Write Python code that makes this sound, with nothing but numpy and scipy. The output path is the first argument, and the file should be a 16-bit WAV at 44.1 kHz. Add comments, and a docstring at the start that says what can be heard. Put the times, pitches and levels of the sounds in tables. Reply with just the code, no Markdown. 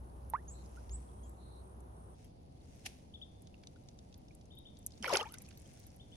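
"""Two fish let go in a pond

Two fish are let go by hand in the shallows, close to a phone: the first leaves with a round plop of ringing bubbles.
At a second spot the hand shifts and drips, then a tail flick throws up bubbles and spray that patters back.
Bubbles are gliding sines; drops, spray and wet skin are bursts and clicks of filtered noise.
Small birds whistle from the far bank over soft outdoor air, made of filtered noise.
At the first spot high insects sing too, and a distant engine drones as a low line in rumble."""
import sys
import numpy as np
from scipy import signal
from scipy.fft import rfft, irfft
from scipy.io import wavfile
from scipy.ndimage import uniform_filter1d

SR = 44100
rng = np.random.default_rng(int(sys.argv[2]) if len(sys.argv) > 2 else 0)


def store_pcm(level_fs):
    """Save levels as 16-bit WAV."""
    pcm = np.round(np.clip(level_fs, -1, 1) * 32767).astype(np.int16)
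    wavfile.write(sys.argv[1], SR, np.atleast_2d(pcm).T)


N = 271995
TIME = np.arange(N) / SR  # s
FREQ = np.maximum(np.fft.rfftfreq(N, 1 / SR), 1)  # Hz, kept above 0 for logarithms
LEFT_RIGHT = np.array([[1], [-1]])
LEFT_ONLY = np.array([[1], [0]])
MOVE_S = 2.15  # from here on the second spot

# the tail flick: the water is thrashed for a moment, and midway the cavity behind the tail collapses
FLICK_S, COLLAPSE_S, FLICK_END_S = 5.023, 5.142, 5.213
FLICK_ATTACK_S, FLICK_RELEASE_S, COLLAPSE_WIDTH_S, SETTLE_S = 0.022, 0.006, 0.023, 0.09


# the loudest air pockets ringing in the water: t/s, first f/Hz, level/dB, life/s, glide/octaves per life
# (the pitch glides down as a cavity opens, up near the surface)
AIR_POCKETS = [(0.3359, 850, -25, .0205, 0.54), (.3359, 1750, -36.5, 0.0019, -0.046),
               (0.347, 1670, -47, 0.013, 0.52), (.36, 1420, -53, 0.0094, 0.3),
               (.375, 1620, -55.5, 0.022, 0.23), (.771, 1380, -55.5, 0.017, 0.12),
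               (3.542, 2680, -50.5, 0.003, 0), (3.76, 1360, -62, 0.0078, 0.17),
               (4.308, 2300, -55.5, 0.0046, .1), (4.828, 6200, -55, .003, -.1),
               (4.92, 5000, -52, .004, .04), (4.938, 4150, -52, .003, .15), (5.003, 258, -46, 0.038, -0.61),
               (5.026, 3100, -39, 0.0046, -0.043), (5.046, 1097, -38.5, 0.015, -0.45),
               (5.055, 2520, -34, 0.0075, -0.37), (5.058, 3050, -38, .005, 0.15),
               (5.064, 2350, -34.5, 0.0053, -.1), (5.069, 580, -40, .024, -0.42),
               (5.08, 1330, -29.5, .006, 0.098), (5.094, 1210, -34, 0.0067, -.25),
               (5.094, 800, -41, .008, .1), (5.102, 933, -27.5, 0.0094, 0.18),
               (5.111, 784, -35.5, 0.012, -0.18), (5.112, 1150, -39, .014, -.1),
               (5.115, 6900, -38, .003, -.04), (5.1275, 636, -23.5, .011, -0.27),
               (5.133, 2700, -34, .004, 0), (5.137, 5080, -29, 0.0046, 0.047),
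               (5.138, 381, -28.5, 0.012, -0.024), (5.1445, 1030, -26, 0.0037, -.4),
               (5.147, 450, -28.5, 0.0088, 0.38), (5.1535, 2520, -23, 0.0042, 0.49),
               (5.1536, 1900, -28.5, 0.0027, 0.086), (5.155, 1440, -27.5, 0.0056, 0.016),
               (5.16, 10030, -27, .002, .1), (5.16, 690, -31, 0.011, .3), (5.168, 1015, -33.5, 0.0062, .45),
               (5.166, 370, -40, .018, .2), (5.181, 2220, -40, 0.0036, 0), (5.19, 795, -35.5, .015, .25),
               (5.192, 640, -41, 0.017, -.1), (5.197, 3050, -36, 0.012, 0.12),
               (5.204, 1951, -41, 0.0046, 0.025), (5.208, 1120, -38, 0.013, 0.17),
               (5.2093, 3066, -32.5, 0.0075, -0.19), (5.211, 500, -39, 0.014, -0.1),
               (5.213, 722, -38.5, 0.021, 0.57), (5.23, 1175, -39.5, 0.0088, 0.14),
               (5.241, 1640, -53, .008, 0.047), (5.254, 2450, -50.5, 0.0085, -0.0033),
               (5.254, 815, -44.5, 0.028, 0.27), (5.272, 2380, -53, 0.0076, -.05),
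               (5.296, 1180, -60, 0.024, .25), (5.244, 1250, -54, .012, .2), (5.265, 1600, -57, .008, .25),
               (5.294, 2950, -54, .005, .1), (5.308, 2900, -57, .005, .1),
               (5.34, 1450, -50.5, 0.0089, 0.075), (5.351, 2200, -55, .006, -0.073),
               (5.372, 1800, -60, .005, 0.35), (5.408, 2250, -61, 0.0063, .1),
               (5.485, 2550, -53.5, 0.0046, -0.017)]
FAINT_DB, STRONG_DB = -60, -45  # levels of a faint and a strong bubble
FAINT_ONSET_S, STRONG_ONSET_S = 0.00095, 0.00034  # a faint bubble starts more softly


def bubbles(hold=2.7, waver=0.019, lag_s=.00008):
    """Each air pocket rings as a gliding sine that holds for its life, then is choked off."""
    out = np.zeros((2, N))
    for s, first_hz, db, life_s, octaves in AIR_POCKETS:
        onset_s = np.interp(db, [FAINT_DB, STRONG_DB], [FAINT_ONSET_S, STRONG_ONSET_S])
        t = np.arange(int(2 * life_s * SR)) / SR
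        wobble = unit(uniform_filter1d(rng.standard_normal(N // 10), size=130))[:len(t)]
        hz = first_hz * 2 ** (octaves * t / life_s) * (1 + waver * wobble)
        # the left side lags a little
        cycles = np.cumsum(hz) / SR - LEFT_ONLY * lag_s * hz
        ring = (1 - np.exp(-t / onset_s)) * np.exp(-(t / life_s) ** hold)
        gain = undb(db + sides(water_pan(s, first_hz)))
        add(out, s, gain * ring * np.sin(2 * np.pi * cycles))
    return out


# heavy water pushed by the tail: f/Hz, level/dB
CHURN_COLOUR = [(150, -30), (350, -1), (600, 3.5), (1100, -1), (1800, -16), (3500, -45)]
# spray torn off by the tail: f/Hz, level/dB
SPRAY_COLOUR = [(600, -21), (1400, 11), (2700, 5.5), (3900, -0.5), (5300, 6.5), (7500, -7.5), (10500, -3.5),
                (14000, -9), (16000, -17)]


def flick(lumps_db=3, churn_trim_db=-2.0, spray_trim_db=-3.0):
    """The tail churns the water and tears off spray, which comes in uneven lumps."""
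    balance_db = sides(over_hz(LEFT_MINUS_RIGHT))
    lumps = undb(lumps_db * unit(uniform_filter1d(rng.standard_normal(N), size=260)))

    churn_clicks = grains(per_s=3000, scatter_db=3.0, likeness=1.0)
    churn = unit(colour(churn_clicks, over_hz(CHURN_COLOUR) + balance_db))

    spray_clicks = grains(per_s=5200, scatter_db=2.5, likeness=0.31)
    spray = unit(lumps * colour(spray_clicks, over_hz(SPRAY_COLOUR) + balance_db))
    return undb(churn_trim_db) * churn * churning() + undb(spray_trim_db) * spray * spraying()


def thrash(collapse_db, settle_db):
    """Strength of the flick: steady thrashing, a surge as the cavity collapses, then the water settles."""
    steady = swell(TIME, FLICK_S, FLICK_ATTACK_S, FLICK_END_S, FLICK_RELEASE_S)
    surge = undb(collapse_db) * np.exp(-((TIME - COLLAPSE_S) / COLLAPSE_WIDTH_S) ** 2)
    settling = undb(settle_db) * swell(TIME, FLICK_S, FLICK_ATTACK_S, FLICK_END_S, SETTLE_S)
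    return steady + surge + settling


def churning(base_db=-50):
    """Gain of the heavy water pushed by the tail."""
    return undb(base_db) * thrash(collapse_db=13.0, settle_db=-5.5)


def spraying(base_db=-46.5):
    """Gain of the spray torn off by the tail."""
    return undb(base_db) * thrash(collapse_db=4, settle_db=-16.5)


def slap(s=5.0445, hz=1800, db=-23, decay_s=0.00031, pan_db=-10):
    """The tail smacks the surface: a hollow knock, made of a sine that dies away at once."""
    out, t = np.zeros((2, N)), TIME[:SR // 50]
    knock = t / decay_s * np.exp(1 - t / decay_s) * np.sin(2 * np.pi * hz * t)
    add(out, s, undb(db + sides(pan_db)) * knock)
    return out


# the loudest drops striking water or skin: t/s, level/dB (before the shared gain), centre f/Hz
IMPACTS = [(.3, -33.5, 10500), (0.3359, -46, 2000), (.66, -52, 6000), (0.8946, -48.5, 3200),
           (1.294, -45.5, 9500), (1.805, -51, 8900), (2.2458, -53, 10800), (3.42, -49, 9300),
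           (3.4716, -47.5, 4460), (3.76, -57, 2000), (3.542, -56.5, 2600), (3.636, -47, 2700),
           (3.6714, -38.5, 4450), (3.8866, -43, 4530), (3.9891, -45.5, 4620), (4.126, -51.5, 4000),
           (4.142, -46.5, 4700), (4.1784, -51, 12500), (4.283, -52.5, 4340), (4.3498, -46.5, 8800),
           (4.4117, -53, 4530), (4.4554, -55.5, 7000), (4.552, -55, 12600), (4.586, -49.5, 10600),
           (4.77, -49, 4970), (4.789, -46.5, 9500), (4.8638, -20, 9460), (4.867, -29.5, 7700),
           (4.9063, -52, 5000), (4.92, -49, 5060), (4.976, -51, 5000), (5.026, -32, 6500),
           (5.042, -36, 3000), (5.078, -36, 10000), (5.094, -29, 5800), (5.127, -34, 5480),
           (5.134, -31, 2600), (5.136, -19.5, 6900), (5.1704, -13, 5800), (5.173, -24, 5400),
           (5.229, -38, 6600), (5.3218, -37.5, 11070), (5.3404, -33, 9100), (5.341, -40.5, 2500),
           (5.384, -34, 7400), (5.42, -37.5, 10500), (5.488, -45, 8350), (5.575, -44.5, 13740),
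           (5.795, -45, 14500), (5.867, -41, 10600), (5.9626, -52, 11000)]
# a blow harder by DROP_HALVING_DB is half as long
DROP_DECAY_S, DROP_REFERENCE_DB, DROP_HALVING_DB = .0012, -16.5, 34


def drops(width_hz=4200, rise_s=0.00067, tail_db=-35, tail_s=0.007, gain_db=-7.5,
          likeness=0.58, snap=0.73, skirt_db=-31):
    """Each impact is one sharp snap and a short crackle in a band set by the drop's size, then a faint sizzle."""
    out, t = np.zeros((2, N)), np.arange(SR // 14) / SR
    noise = stereo_noise(likeness)
    for s, db, hz in IMPACTS + drips():
        decay_s = DROP_DECAY_S * 2 ** ((DROP_REFERENCE_DB - db) / DROP_HALVING_DB)
        low_hz = np.hypot(width_hz / 2, hz) - width_hz / 2
        edges_hz = [low_hz, min(low_hz + width_hz, .45 * SR)]
        band = signal.butter(3, edges_hz, "band", fs=SR, output="sos")

        fall = np.exp(-t / decay_s) + undb(tail_db) * np.exp(-t / tail_s)
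        burst = noise[:, int(s * SR):][:, :len(t)] * (1 - np.exp(-t / rise_s)) * fall
        # a little unfiltered noise fills in around the band
        crackle = unit(signal.sosfilt(band, burst) + undb(skirt_db) * burst)
        spike = unit(signal.sosfilt(band, np.arange(len(t)) == 10))

        # brief impacts put more of their energy into the snap
        hard = np.clip(snap, 0, 1) * min(0.0011 / decay_s, 1)
        mix = np.sqrt(1 - hard) * crackle + np.sqrt(hard) * spike
        impact = undb(db + gain_db) * mix * np.sqrt(decay_s / t[-1])

        # it reaches each port of the phone at its own instant (in samples)
        lags = rng.integers(0, 14, 2)
        pair = np.array([np.roll(port, lag) for port, lag in zip(impact, lags)])
        pan_db = water_pan(s, hz) if s > FLICK_S else 0
        add(out, s, undb(sides(pan_db)) * pair)
    return out


# spells of falling spray: from t/s, length/s, drips per s, middle level/dB (before the drops' gain), middle f/Hz
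FALLING_SPRAY = [(5.25, .3, 52, -51.5, 3840), (5.55, .42, 40, -52, 7100)]


def drips(scatter_db=8, spread_octaves=1.13):
    """Faint drips at chance moments, as rows like those of the drops."""
    rows = []
    for start, length, per_s, db, hz in FALLING_SPRAY:
        for when, size, pitch in rng.random((int(per_s * length), 3)):
            drip_hz = hz * 2 ** (spread_octaves * (pitch - .5))
            rows.append((start + length * when, db + scatter_db * (size - .5), drip_hz))
    return rows


# how far the water sounds lean to one side at the second spot: f/Hz, left minus right level/dB
LEFT_MINUS_RIGHT = [(100, -3), (380, 3.5), (700, 8.5), (1290, 4), (1800, -6), (2400, -9), (3200, -6.5),
                    (4400, 1), (15000, -1.5)]


def water_pan(s, hz, first_spot_db=-5.5):
    """Left minus right dB of a sound on the water: fixed at the first spot, set by pitch at the second."""
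    return first_spot_db if s < MOVE_S else np.interp(hz, *np.transpose(LEFT_MINUS_RIGHT))


def foam(per_s, low_hz, high_hz, cycles, scatter_db, glide, from_s, for_s):
    """A swarm of tiny bubbles, each ringing a few cycles at its own pitch; rms 1."""
    out = np.zeros((2, N))
    for when, pitch, size, turn in rng.random((int(per_s * for_s), 4)):
        hz = low_hz * (high_hz / low_hz) ** pitch
        # age 1 is reached after the given number of cycles
        age = np.arange(int(4 * cycles * SR / hz)) * hz / (SR * cycles)
        # the right side starts at a chance point of the cycle
        phase = 2 * np.pi * (cycles * age * (1 + glide * age) + np.array([[0], [turn]]))
        ring = np.sqrt(age) * np.exp(-2 * age) * np.sin(phase)
        add(out, from_s + when * for_s, undb(scatter_db * size ** 2) * ring)
    return unit(out)


def froth(flick_db=-10, wave_db=-63, hand_db=-10, foam_for_s=.7):
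    """Small bubbles burst in the spray, larger ones gurgle in the wave, and a few fizz round the wet hand."""
    balance_db = sides(over_hz(LEFT_MINUS_RIGHT))
    wake = foam(per_s=900, low_hz=2000, high_hz=12880, cycles=11.4, scatter_db=12, glide=0.022,
                from_s=FLICK_S, for_s=foam_for_s)
    wake = unit(colour(wake, over_hz(SPRAY_COLOUR) + 3.4 * np.log2(FREQ) + balance_db))

    wave = foam(per_s=170, low_hz=804, high_hz=3200, cycles=15.0, scatter_db=4, glide=0.08,
                from_s=FLICK_S, for_s=foam_for_s)
    wave = unit(colour(wave, balance_db))
    wave_swell = swell(TIME, FLICK_S, FLICK_ATTACK_S, FLICK_END_S, SETTLE_S)

    hand = foam(per_s=170, low_hz=3120, high_hz=12200, cycles=21, scatter_db=18, glide=0.0097,
                from_s=0, for_s=TIME[-1])
    flick_froth = undb(flick_db) * wake * spraying()
    return flick_froth + undb(wave_db) * wave * wave_swell + undb(hand_db) * hand * handling()


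# wet skin, grit and foam: f/Hz, level/dB
RUSTLE_COLOUR = [(500, -14), (1400, -1), (2600, 2.5), (4000, -3.5), (6000, 3), (9000, 3), (11500, -13),
                 (15000, -9)]


def rustle():
    """Tiny bursts of wet skin, grit and foam, made of a dense patter of filtered clicks."""
    clicks = grains(per_s=5000, scatter_db=3.5, likeness=0)
    return unit(colour(clicks, over_hz(RUSTLE_COLOUR))) * handling()


# movements of the wet hand, each a swell of rustle and fizz: t/s, level/dB, half width/s
WET_HAND_MOVES = [(.8, -69, 0.35), (2.22, -68.5, 0.068), (2.82, -67, 0.22), (3.85, -76, 0.96),
                  (5.25, -66, 0.41), (5.72, -64.5, 0.23), (6.15, -70, 0.19)]


def handling(rest_db=-79.5):
    """Gain of the wet hand: a swell for every movement over a faint rest level."""
    power = undb(rest_db) ** 2
    for s, db, width_s in WET_HAND_MOVES:
        power = power + (undb(db) * np.exp(-((TIME - s) / width_s) ** 2)) ** 2
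    return np.sqrt(power)


# cracks of the slipping fish: f/Hz, level/dB
SQUELCH_COLOUR = [(250, -11), (500, -9.5), (750, 2), (1100, -17.5), (2300, 2), (3000, 0), (3900, -4),
                  (5500, -2), (7800, -5.5), (10000, -5), (13000, -19), (16000, -17)]


def squelch(s=2.8638, db=-35, rise_s=0.0048, fall_s=0.0047, tail_db=-21, tail_s=0.075):
    """The wet fish slips in the palm: a tight cluster of tiny cracks and a trailing hiss."""
    before, after = np.maximum(s - TIME, 0), np.maximum(TIME - s, 0)
    fall = np.exp(-after / fall_s) + undb(tail_db) * np.exp(-after / tail_s)
    clicks = grains(per_s=8200, scatter_db=1.0, likeness=0.079)
    return undb(db) * np.exp(-before / rise_s) * fall * unit(colour(clicks, over_hz(SQUELCH_COLOUR)))


def bump(s=0.924, hz=58, length_s=0.063, db=-36):
    """A soft low thud as the phone swings round: a low sine that swells and fades."""
    return undb(db) * np.exp(-((TIME - s) / length_s) ** 2) * np.sin(2 * np.pi * hz * (TIME - s))


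# both tables: t/s, top f/Hz, level/dB, attack/s, climb/s, sag (share of pitch lost per s), echo level/dB
# chirps that leap up, then level off or droop
LEAPING_CHIRPS = [(3.137, 3610, -48.5, 0.0043, .009, 9, -9.5), (3.2135, 3640, -45, .004, 0.0132, 14, -13.5),
                  (4.504, 3670, -58, 0.0041, .016, 2, -3), (4.567, 3770, -53.5, 0.0061, .02, 3, -5.5),
                  (4.651, 3630, -53, 0.006, .02, 3, -5), (5.995, 3600, -57, .005, 0.0176, 3, -4.5),
                  (6.118, 3520, -57, 0.0055, 0.017, 3, -3.5)]
# thin rising calls of another bird
THIN_SEEPS = [(.478, 7790, -47, .007, .058, 1.5, -8.5), (.905, 7930, -38.5, 0.043, .056, 1.5, -17),
              (1.23, 7770, -62, .006, .05, 1.5, -3)]


def bird(calls, leap, end_s, release_s, pan_db, lag_s, quaver, echo_s, late_db, late_s,
         delay_s=0.011, turn_s=.008):
    """A quavering whistle climbs to its top pitch, then sags; the bank echoes it early, the trees late."""
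    direct, scattered, t = np.zeros((2, N)), np.zeros((2, N)), TIME[:SR // 10]
    for s, top_hz, db, attack_s, climb_s, sag_per_s, echo_db in calls:
        climb = 1 - leap * (1 - np.sin(np.pi / 2 * np.minimum(t / climb_s, 1)))
        # the sag sets in gently after the top
        past_top = np.maximum(t - climb_s, 0)
        sag = sag_per_s * past_top ** 2 / (past_top + turn_s)
        wobble = unit(uniform_filter1d(rng.standard_normal(N // 20), size=70))[:len(t)]
        hz = top_hz * (climb - sag) * (1 + quaver * wobble)
        cycles = np.cumsum(hz) / SR - LEFT_ONLY * lag_s * hz
        envelope = swell(t, 0, attack_s, end_s, release_s)
        call = undb(db + sides(pan_db)) * envelope * np.sin(2 * np.pi * cycles)
        add(direct, s, call)
        add(scattered, s, undb(echo_db) * call)
    early = echo(scattered, echo_s, delay_s)
    late = undb(late_db) * echo(scattered, late_s, delay_s)
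    return direct + early + late


# far buzzy notes and whistles: t/s, length/s, f/Hz, width/Hz, level/dB (before its fades)
FAR_NOTES = [(0.524, 0.12, 4080, 261, -70), (1.221, 0.065, 3260, 60, -74), (1.354, 0.3, 4020, 276, -71)]


def trills():
    """Far bird notes, blurred by distance into narrow swelling bands of noise."""
    out = np.zeros((2, N))
    for s, length_s, hz, width_hz, db in FAR_NOTES:
        band = np.exp(-((FREQ - hz) / width_hz) ** 2 / 2)
        note = unit(irfft(rfft(rng.standard_normal((2, N))) * band, N))
        count = int(length_s * SR)
        add(out, s, undb(db) * note[:, :count] * signal.windows.tukey(count, .5))
    return out


def drone(hz=62.45, hum_db=-48, rumble_db=-54, fade_db_per_s=2.5, waver_db=1.0):
    """A distant engine: one low line in a bed of rumble, wavering as it slowly fades."""
    # f/Hz, level/dB
    rumble_colour = [(15, -30), (35, -12.0), (58, -4.0), (90, -6.5), (160, -21.5), (600, -55.5)]
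    rumble = unit(colour(stereo_noise(0.85), over_hz(rumble_colour)))
    hum = unit(np.sin(2 * np.pi * hz * TIME))
    waver = unit(uniform_filter1d(rng.standard_normal(N), size=5000))
    gain = undb(waver_db * waver - fade_db_per_s * TIME) * first_spot()
    return gain * (undb(hum_db) * hum + undb(rumble_db) * rumble)


# outdoor air at the first and at the second spot: f/Hz, level/dB
FIRST_AIR_COLOUR = [(53, -60), (90, 2.5), (150, -2.5), (231, -4), (280, -9.5), (386, -6), (429, -9.5),
                    (782, -10), (990, -13), (2280, -37), (3980, -38.5), (5370, -52), (8780, -40),
                    (10600, -30), (15000, -84)]
SECOND_AIR_COLOUR = [(20, -11), (40, -6.5), (70, 3.5), (120, -1), (250, -6.5), (380, -13.5), (750, -14),
                     (1100, -28), (1700, -38.5), (5000, -35.5), (8500, -79), (10800, -36), (12000, -72),
                     (15000, -62)]
# how alike the air is on both sides: f/Hz, correlation of left and right
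AIR_CORRELATION = [(60, 0.8), (150, 0.85), (290, 0.86), (640, -0.49), (1400, -0.54), (7000, -0.029),
                   (12000, 1)]
# phrases of a high insect: t/s, length/s, level/dB (before the rasp)
INSECT_PHRASES = [(0, 0.19, -78), (.27, .43, -83), (0.922, 0.31, -68.5), (1.38, 0.346, -71.5),
                  (1.9, 0.26, -72)]


def air(first_db=-54, second_db=-54.0, pulse_db=3, stroke_hz=52):
    """Soft outdoor rumble and hiss, different at the two spots; high insects sing at the first."""
    likeness = over_hz(AIR_CORRELATION)
    first = unit(colour(stereo_noise(likeness), over_hz(FIRST_AIR_COLOUR)))
    second = unit(colour(stereo_noise(likeness), over_hz(SECOND_AIR_COLOUR)))

    # insects: a narrow band of noise round 8850 Hz, pulsing in a quick rasp
    insects = unit(colour(stereo_noise(0), -np.minimum(((FREQ - 8850) / 280) ** 2, 90)))
    phrases = sum(undb(db) * swell(TIME, s, attack_s=0.064, end=s + length_s, release_s=0.017)
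                  for s, length_s, db in INSECT_PHRASES)
    rasp = undb(pulse_db * np.sin(2 * np.pi * stroke_hz * TIME)) * phrases

    at_first = first_spot()
    return at_first * (undb(first_db) * first + insects * rasp) + (1 - at_first) * undb(second_db) * second


def first_spot(fade_s=0.018):
    """1 at the first spot, 0 at the second, with a quick fade between."""
    return np.clip(.5 + (MOVE_S - TIME) / fade_s, 0, 1)


def undb(db):
    """Decibels to gain."""
    return 10 ** (np.asarray(db) / 20)


def unit(x):
    """Scale to rms 1."""
    return x / np.sqrt(np.mean(x ** 2) + 1e-30)


def over_hz(table):
    """A table of (f/Hz, value) read at every frequency."""
    hz, value = np.transpose(table)
    return np.interp(np.log(FREQ), np.log(hz), value)


def colour(x, db):
    """Filter by a dB value for every frequency."""
    return irfft(rfft(x) * undb(db), N)


def sides(pan_db):
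    """Left and right dB for a level difference."""
    return LEFT_RIGHT * pan_db / 2


def add(out, s, sound):
    """Mix a stereo sound in at a time."""
    i = max(int(s * SR), 0)
    out[:, i:i + sound.shape[1]] += sound[:, :max(N - i, 0)]


def stereo_noise(likeness):
    """White noise whose two channels are correlated as given."""
    mid, side = rfft(rng.standard_normal((2, N)))
    c = np.clip(likeness, -1, 1)
    return irfft(mid * np.sqrt(1 + c) + LEFT_RIGHT * side * np.sqrt(1 - c), N)


def grains(per_s, scatter_db, likeness):
    """A dense patter of clicks of very unequal size, as alike in both channels as given."""
    size = undb(scatter_db * np.minimum(rng.exponential(size=N), 4))
    struck = rng.random(N) < per_s / SR
    return struck * size * stereo_noise(likeness)


def swell(t, start, attack_s, end, release_s):
    """An envelope that rises, holds until its end, then dies away."""
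    return np.clip((t - start) / attack_s, 0, 1) * np.exp(-np.maximum(t - end, 0) / release_s)


def echo(x, decay_s, delay_s=0):
    """A scattered echo that arrives after a delay and dies away, different at each ear."""
    t = TIME[:SR // 2]
    scatter = rng.standard_normal((2, len(t))) * np.exp(-t / decay_s) * (t >= delay_s)
    tail = unit(scatter) / np.sqrt(len(t))
    return signal.fftconvolve(x, tail, axes=1)[:, :N]


def reflections(x, db, decay_s):
    """A sound together with its echo."""
    return x + undb(db) * echo(x, decay_s)


def scene():
    """Near water with quick echoes off hand and bank, far birds echoed by the trees, and the outdoor air."""
    ringing = reflections(bubbles() + slap(), db=-13, decay_s=0.0079)
    splashes = reflections(drops() + flick() + rustle(), db=-9.5, decay_s=0.0046)
    water = ringing + splashes + froth() + squelch()
    chirp = bird(LEAPING_CHIRPS, leap=0.222, end_s=0.023, release_s=0.0025, pan_db=5.5, lag_s=0.00045,
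                 quaver=0.004, echo_s=0.036, late_db=-6.5, late_s=0.21)
    seep = bird(THIN_SEEPS, leap=0.21, end_s=0.055, release_s=0.0034, pan_db=-1.5, lag_s=-0.000039,
                quaver=0.015, echo_s=.03, late_db=-5, late_s=0.13)
    return water + bump() + chirp + seep + trills() + drone() + air()


def record(dry, top_hz=16200):
    """The phone's ports dip and lift the treble; the top is cut."""
    # f/Hz, level/dB
    ports = [(6300, -2), (7600, -8.0), (9500, -3), (11500, 0.5), (13800, -9.0), (16000, -11.0)]
    ported = colour(dry, over_hz(ports))
    return signal.sosfilt(signal.ellip(8, .2, 70, top_hz, fs=SR, output="sos"), ported)


dry = scene()
out = record(dry)
store_pcm(out)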